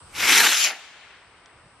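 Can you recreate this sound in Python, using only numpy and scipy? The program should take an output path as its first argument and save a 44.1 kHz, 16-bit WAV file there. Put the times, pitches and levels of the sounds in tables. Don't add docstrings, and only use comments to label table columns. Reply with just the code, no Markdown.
import sys
import numpy as np
from scipy import signal
from scipy.io import wavfile

SR = 44100
rng = np.random.default_rng(int(sys.argv[2]) if len(sys.argv) > 2 else 0)


def digitize_waveform(pressure):
    field = np.atleast_2d(pressure).T
    bounded = np.clip(field, -1, 1)
    quanta = np.round(bounded * 32767).astype(np.int16)
    wavfile.write(sys.argv[1], SR, quanta)


N = 79380
T = np.arange(N) / SR
BOOST_END_S = 0.773
CRACK_HZ, CRACK_Q = 1950, 0.81


def from_db(db):
    return 10 ** (np.asarray(db) / 20)


def rms_one(x):
    return x / np.sqrt(np.mean(x ** 2) + 1e-20)


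def in_time(rows, axis=1):
    rows = np.array(rows)
    return np.interp(T, rows[:, 0], rows[:, axis])


def at_hz(points, hz, axis=1):
    points = np.array(points)
    return np.interp(np.log(hz), np.log(points[:, 0]), points[:, axis])


def drift(rate_hz):
    step = 20
    pole = np.exp(-2 * np.pi * step * rate_hz / SR)
    noise = rng.standard_normal(N // step + 2002)
    slow = signal.lfilter([1], [1, -2 * pole, pole * pole], noise)[2000:]
    return np.interp(np.arange(N) / step, np.arange(len(slow)), rms_one(slow))


def resonance(x, hz, q):
    return signal.lfilter(*signal.iirpeak(min(hz, SR / 2 - 1), q, fs=SR), x + 1e-18)


def moving_bell(x, hz, db, q, size=128):
    out = np.zeros_like(x)
    state = np.zeros((2, 2))
    db = db + np.zeros(N)
    for i in range(0, N, size):
        block = slice(i, i + size)
        w, g = 2 * np.pi * hz[i] / SR, from_db(db[i] / 2)
        k, c = np.sin(w) / (2 * q), -2 * np.cos(w)
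        top, bottom = [1 + k * g, c, 1 - k * g], [1 + k / g, c, 1 - k / g]
        out[:, block], state = signal.lfilter(top, bottom, x[:, block], zi=state)
    return out


def turbulence(colour_db, stereo, patchy_db, wider_db=0):
    edges = np.r_[22, 44, 70, 100, 140, 200, 280, 400 * 2 ** (np.arange(21) / 4)]
    centred_below_hz = 1900
    white = rng.standard_normal((2, 2, N))
    sign = np.array([[1], [-1]])
    out, power = 0, 0
    for k, (low, high) in enumerate(zip(edges, edges[1:])):
        band = signal.butter(4, [low, high], "band", fs=SR, output="sos")
        mid, side = signal.sosfilt(band, white[k % 2])
        hz = np.sqrt(low * high)
        gain = from_db(colour_db(hz)) * np.sqrt(high - low)
        side_gain = from_db(at_hz(stereo, hz) + wider_db)
        pair = rms_one(mid) + side_gain * rms_one(side) * sign
        left_minus_right_db = at_hz(stereo, hz, axis=2) * (hz > centred_below_hz)
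        pair = pair * from_db(sign * left_minus_right_db / 2)
        out = out + gain * from_db(patchy_db * drift(23.2)) * pair
        power = power + gain ** 2
    return out / np.sqrt(power)


def outdoor_air():
    # pitch_hz [Hz], relative_level_db [dB per Hz]
    air_colour = [(40, -39), (130, -10), (300, 1), (700, -2), (1100, 3), (1400, 1), (2100, -12.5),
                  (3000, -9.5), (3700, -13.5), (5400, -11), (6500, -27), (9000, -27), (10500, -54)]
    # time_s [s], level_db [dB]
    air_level = [(0, -53), (.15, -53), (.6, -85.5), (1.2, -59), (1.6, -59), (1.8, -59)]
    # pitch_hz [Hz], side_against_mid_db [dB], left_minus_right_db [dB]
    air_stereo = [(100, -7, 0), (400, -6.5, 0), (1500, -11.5, 0.8), (2500, 0.5, 2), (4970, 0, 2)]
    air = turbulence(lambda hz: at_hz(air_colour, hz), air_stereo, patchy_db=0.65)
    return from_db(in_time(air_level)) * air


def rumble():
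    # pitch_hz [Hz], relative_level_db [dB per Hz]
    rumble_colour = [(25, -3), (50, 4), (80, 9), (120, 3.5), (200, -2.5), (400, -55.5)]
    # time_s [s], level_db [dB]
    rumble_level = [(0, -56), (.26, -51), (.3, -73), (.48, -81.5), (.55, -98), (.75, -84), (.87, -71),
                    (1.5, -66), (1.66, -61.5), (1.8, -63.5)]
    # pitch_hz [Hz], side_against_mid_db [dB], left_minus_right_db [dB]
    rumble_stereo = [(40, -31, 0), (150, -21.5, 1)]
    low_noise = turbulence(lambda hz: at_hz(rumble_colour, hz), rumble_stereo, patchy_db=3.0)
    return from_db(in_time(rumble_level)) * low_noise


def high_hiss():
    # time_s [s], level_db [dB]
    hiss_level = [(.15, -55), (.5, -72), (1.8, -64)]
    band = signal.butter(5, (7680, 9110), "band", fs=SR, output="sos")
    hiss = signal.sosfilt(band, rng.standard_normal((2, N)))
    return from_db(in_time(hiss_level)) * rms_one(hiss)


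def background():
    return outdoor_air() + rumble() + high_hiss()


def handling():
    bumps = [(1.4592, -40, 5600, 0.008), (1.459, -41, 2500, .014), (1.574, -47, 1100, .03),
             (1.658, -46.5, 80, 0.045)]
    out = 0
    for start_s, peak_db, hz, decay_s in bumps:
        fade = (T >= start_s) * from_db(-60 * np.abs(T - start_s) / decay_s)
        burst = resonance(rng.standard_normal(N) * fade, hz, q=1.44)
        out = out + from_db(peak_db) * burst / np.abs(burst).max()
    return signal.sosfilt(signal.butter(8, 7400, fs=SR, output="sos"), out)


def sustain():
    # time_s [s], level_db [dB]
    sustain_level = [(.4, -94), (.72, -46), (.8, -45.5), (.92, -48.5), (1.02, -49), (1.13, -50),
                     (1.27, -56.5), (1.55, -56), (1.8, -60)]
    # pitch_hz [Hz], relative_level_db [dB per Hz]
    sustain_colour = [(90, -45), (160, -18), (330, -14.5), (600, -9), (1000, -5.5), (2000, -1), (3000, -3),
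                      (5000, -9.5), (7000, -12), (9000, -21.5), (10500, -27), (12400, -30.5)]
    # pitch_hz [Hz], side_against_mid_db [dB], left_minus_right_db [dB]
    sustain_stereo = [(700, -53, 0), (1400, -30, -3.5), (2300, -4, 6), (4000, -3, 3), (8000, 1, 1.5)]
    air_loss_db_per_khz_s = 7
    receding_s = np.maximum(T - BOOST_END_S, 0)

    def colour_db(hz):
        return at_hz(sustain_colour, hz) - air_loss_db_per_khz_s * hz / 1000 * receding_s

    return from_db(in_time(sustain_level)) * turbulence(colour_db, sustain_stereo, patchy_db=1.1)


def cracks():
    # [dB, the strongest click setting the final peak]
    crack_list = [(0.1515, -26), (.3493, -10), (.3722, -9.5), (0.4056, -1.5), (0.4352, -10), (0.468, -22),
                  (.492, -8.5)]
    clicks = np.zeros(N)
    for start_s, click_db in crack_list:
        clicks[int(start_s * SR)] = from_db(click_db)
    ringing = resonance(clicks, CRACK_HZ, CRACK_Q)
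    shocks = signal.sosfilt(signal.butter(4, 6000, fs=SR, output="sos"), ringing)
    return shocks * clicks.max() / np.abs(shocks).max()


def aloft():
    liftoff_s, spread_s = 0.55, 0.056
    return .5 + .5 * np.tanh((T - liftoff_s) / spread_s)


def jet_colour(hz):
    # pitch_hz [Hz], relative_level_db [dB per Hz]
    on_pad = [(60, -82), (110, -22), (230, -12.5), (420, -8), (620, -12), (780, -6.5), (1300, -6.5),
              (2230, -4.5), (4000, -6), (5600, -6), (8200, -14), (10100, -13.5), (11600, -12), (12400, -19)]
    # pitch_hz [Hz], relative_level_db [dB per Hz]
    in_climb = [(100, -63), (170, -32), (240, -18.5), (500, -15), (780, -9), (1040, -19.5), (1300, -6),
                (2900, 1.5), (4250, -4.5), (6700, -3), (8700, -19), (12400, -16)]
    # time_s [s], boost_db [dB]
    treble_level = [(.15, -2.5), (.25, -1.4), (.39, 2.6), (.46, 2.3), (.51, 4), (.62, 11), (.67, -0.5),
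                    (.73, -17)]
    treble_share = .5 + .5 * np.tanh(2 * np.log(hz / 2300))
    pad_db, climb_db = at_hz(on_pad, hz), at_hz(in_climb, hz)
    return pad_db + aloft() * (climb_db - pad_db) + treble_share * in_time(treble_level)


def crackle():
    shocks_per_s, spread_db = 800, 4
    sizes = from_db(spread_db * np.minimum(rng.exponential(1, N), 4))
    clicks = sizes * (rng.random(N) < shocks_per_s / SR)
    return rms_one(resonance(resonance(clicks, CRACK_HZ, CRACK_Q), 2670, 0.9))


def surges(jet):
    surge_list = [(.3, 0.014, 3.5), (.333, 0.006, 4.5), (0.401, 0.003, 4.5), (0.44, 0.0091, 4),
                  (0.466, 0.01, 7.5), (0.532, .006, 2), (0.624, 0.0086, 1)]
    boost_db = sum(db * np.exp(-((T - s) / half_s) ** 2) for s, half_s, db in surge_list)
    return moving_bell(jet, np.full(N, 2050), boost_db, q=0.6)


def plume_resonance(jet):
    roar = [(.16, 2180, 5.5), (.3, 2180, 6), (.39, 1713, 7.5), (.44, 1470, 7), (.49, 1480, 3),
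            (.56, 1440, 6), (.72, 784, 4.5)]
    return moving_bell(jet, in_time(roar), in_time(roar, axis=2), q=4.4)


def hollows(jet):
    hollow_path = [(.18, 4200, 9900), (.32, 4500, 9900), (.46, 5130, 10320), (.57, 4480, 8740),
                   (.64, 3760, 7960), (.72, 3360, 7650)]
    jet = moving_bell(jet, in_time(hollow_path), db=-8, q=15)
    return moving_bell(jet, in_time(hollow_path, axis=2), db=-13, q=15)


def grass_dip(jet):
    dip = [(.16, 640, -16), (.25, 640, -0.5), (.35, 630, -27), (.41, 611, -9.5), (.44, 626, 2.5)]
    return moving_bell(jet, in_time(dip), in_time(dip, axis=2), q=6)


def ground_echo(x):
    pad_lag_s, leaves_pad_s, lag_s_per_s2, echo_gain = 0.000722, .33, .06, 0.09
    lag = pad_lag_s + lag_s_per_s2 * np.maximum(T - leaves_pad_s, 0) ** 2
    echo = np.array([np.interp(T - lag, T, channel) for channel in x])
    return x + echo_gain * echo


def boost():
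    # time_s [s], level_db [dB]
    boost_level = [(.132, -47), (.155, -35.5), (.18, -29.5), (.21, -24.5), (.27, -20), (.295, -16),
                   (.335, -15.5), (.385, -14), (.42, -17.5), (.471, -18), (.48, -20), (.51, -20.5),
                   (.56, -21), (.648, -18.5), (.68, -22.5), (.712, -30), (.745, -41.5), (.79, -48)]
    # pitch_hz [Hz], side_against_mid_db [dB], left_minus_right_db [dB]
    jet_stereo = [(1450, -75.5, -11), (1940, -31, -1.5), (2320, -12.5, 7.5), (2900, -7.5, 1.5),
                  (4160, -16.5, 0), (5600, -6.5, 4), (7000, -0.5, 5), (8250, 2, 4), (9820, 7.5, -3.5),
                  (11500, -10.5, -5)]
    trim_db, ignition_s, cut_db_per_s = -1.45, 0.16, 204
    flutter_db, flutter_hz, crackle_db = 1.0, 125, -9.5
    outside_s = np.maximum(ignition_s - T, 0) + np.maximum(T - BOOST_END_S, 0)
    level_db = trim_db + in_time(boost_level) - cut_db_per_s * outside_s
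    level_db = level_db + flutter_db * drift(flutter_hz)
    wider_db = 5 * (aloft() - .5)
    rush = turbulence(jet_colour, jet_stereo, 1.45, wider_db)
    jet = from_db(level_db) * (rush + from_db(crackle_db) * crackle())
    jet = signal.sosfilt(signal.butter(4, 130, "high", fs=SR, output="sos"), jet)
    jet = hollows(plume_resonance(surges(jet)))
    return ground_echo(grass_dip(jet))


def scene():
    return background() + handling() + sustain() + cracks() + boost()


def record(dry):
    top_cut = signal.ellip(12, .1, 90, 12600, fs=SR, output="sos")
    return signal.sosfilt(top_cut, np.clip(dry, -.92, .92))


dry = scene()
out = record(dry)
digitize_waveform(out)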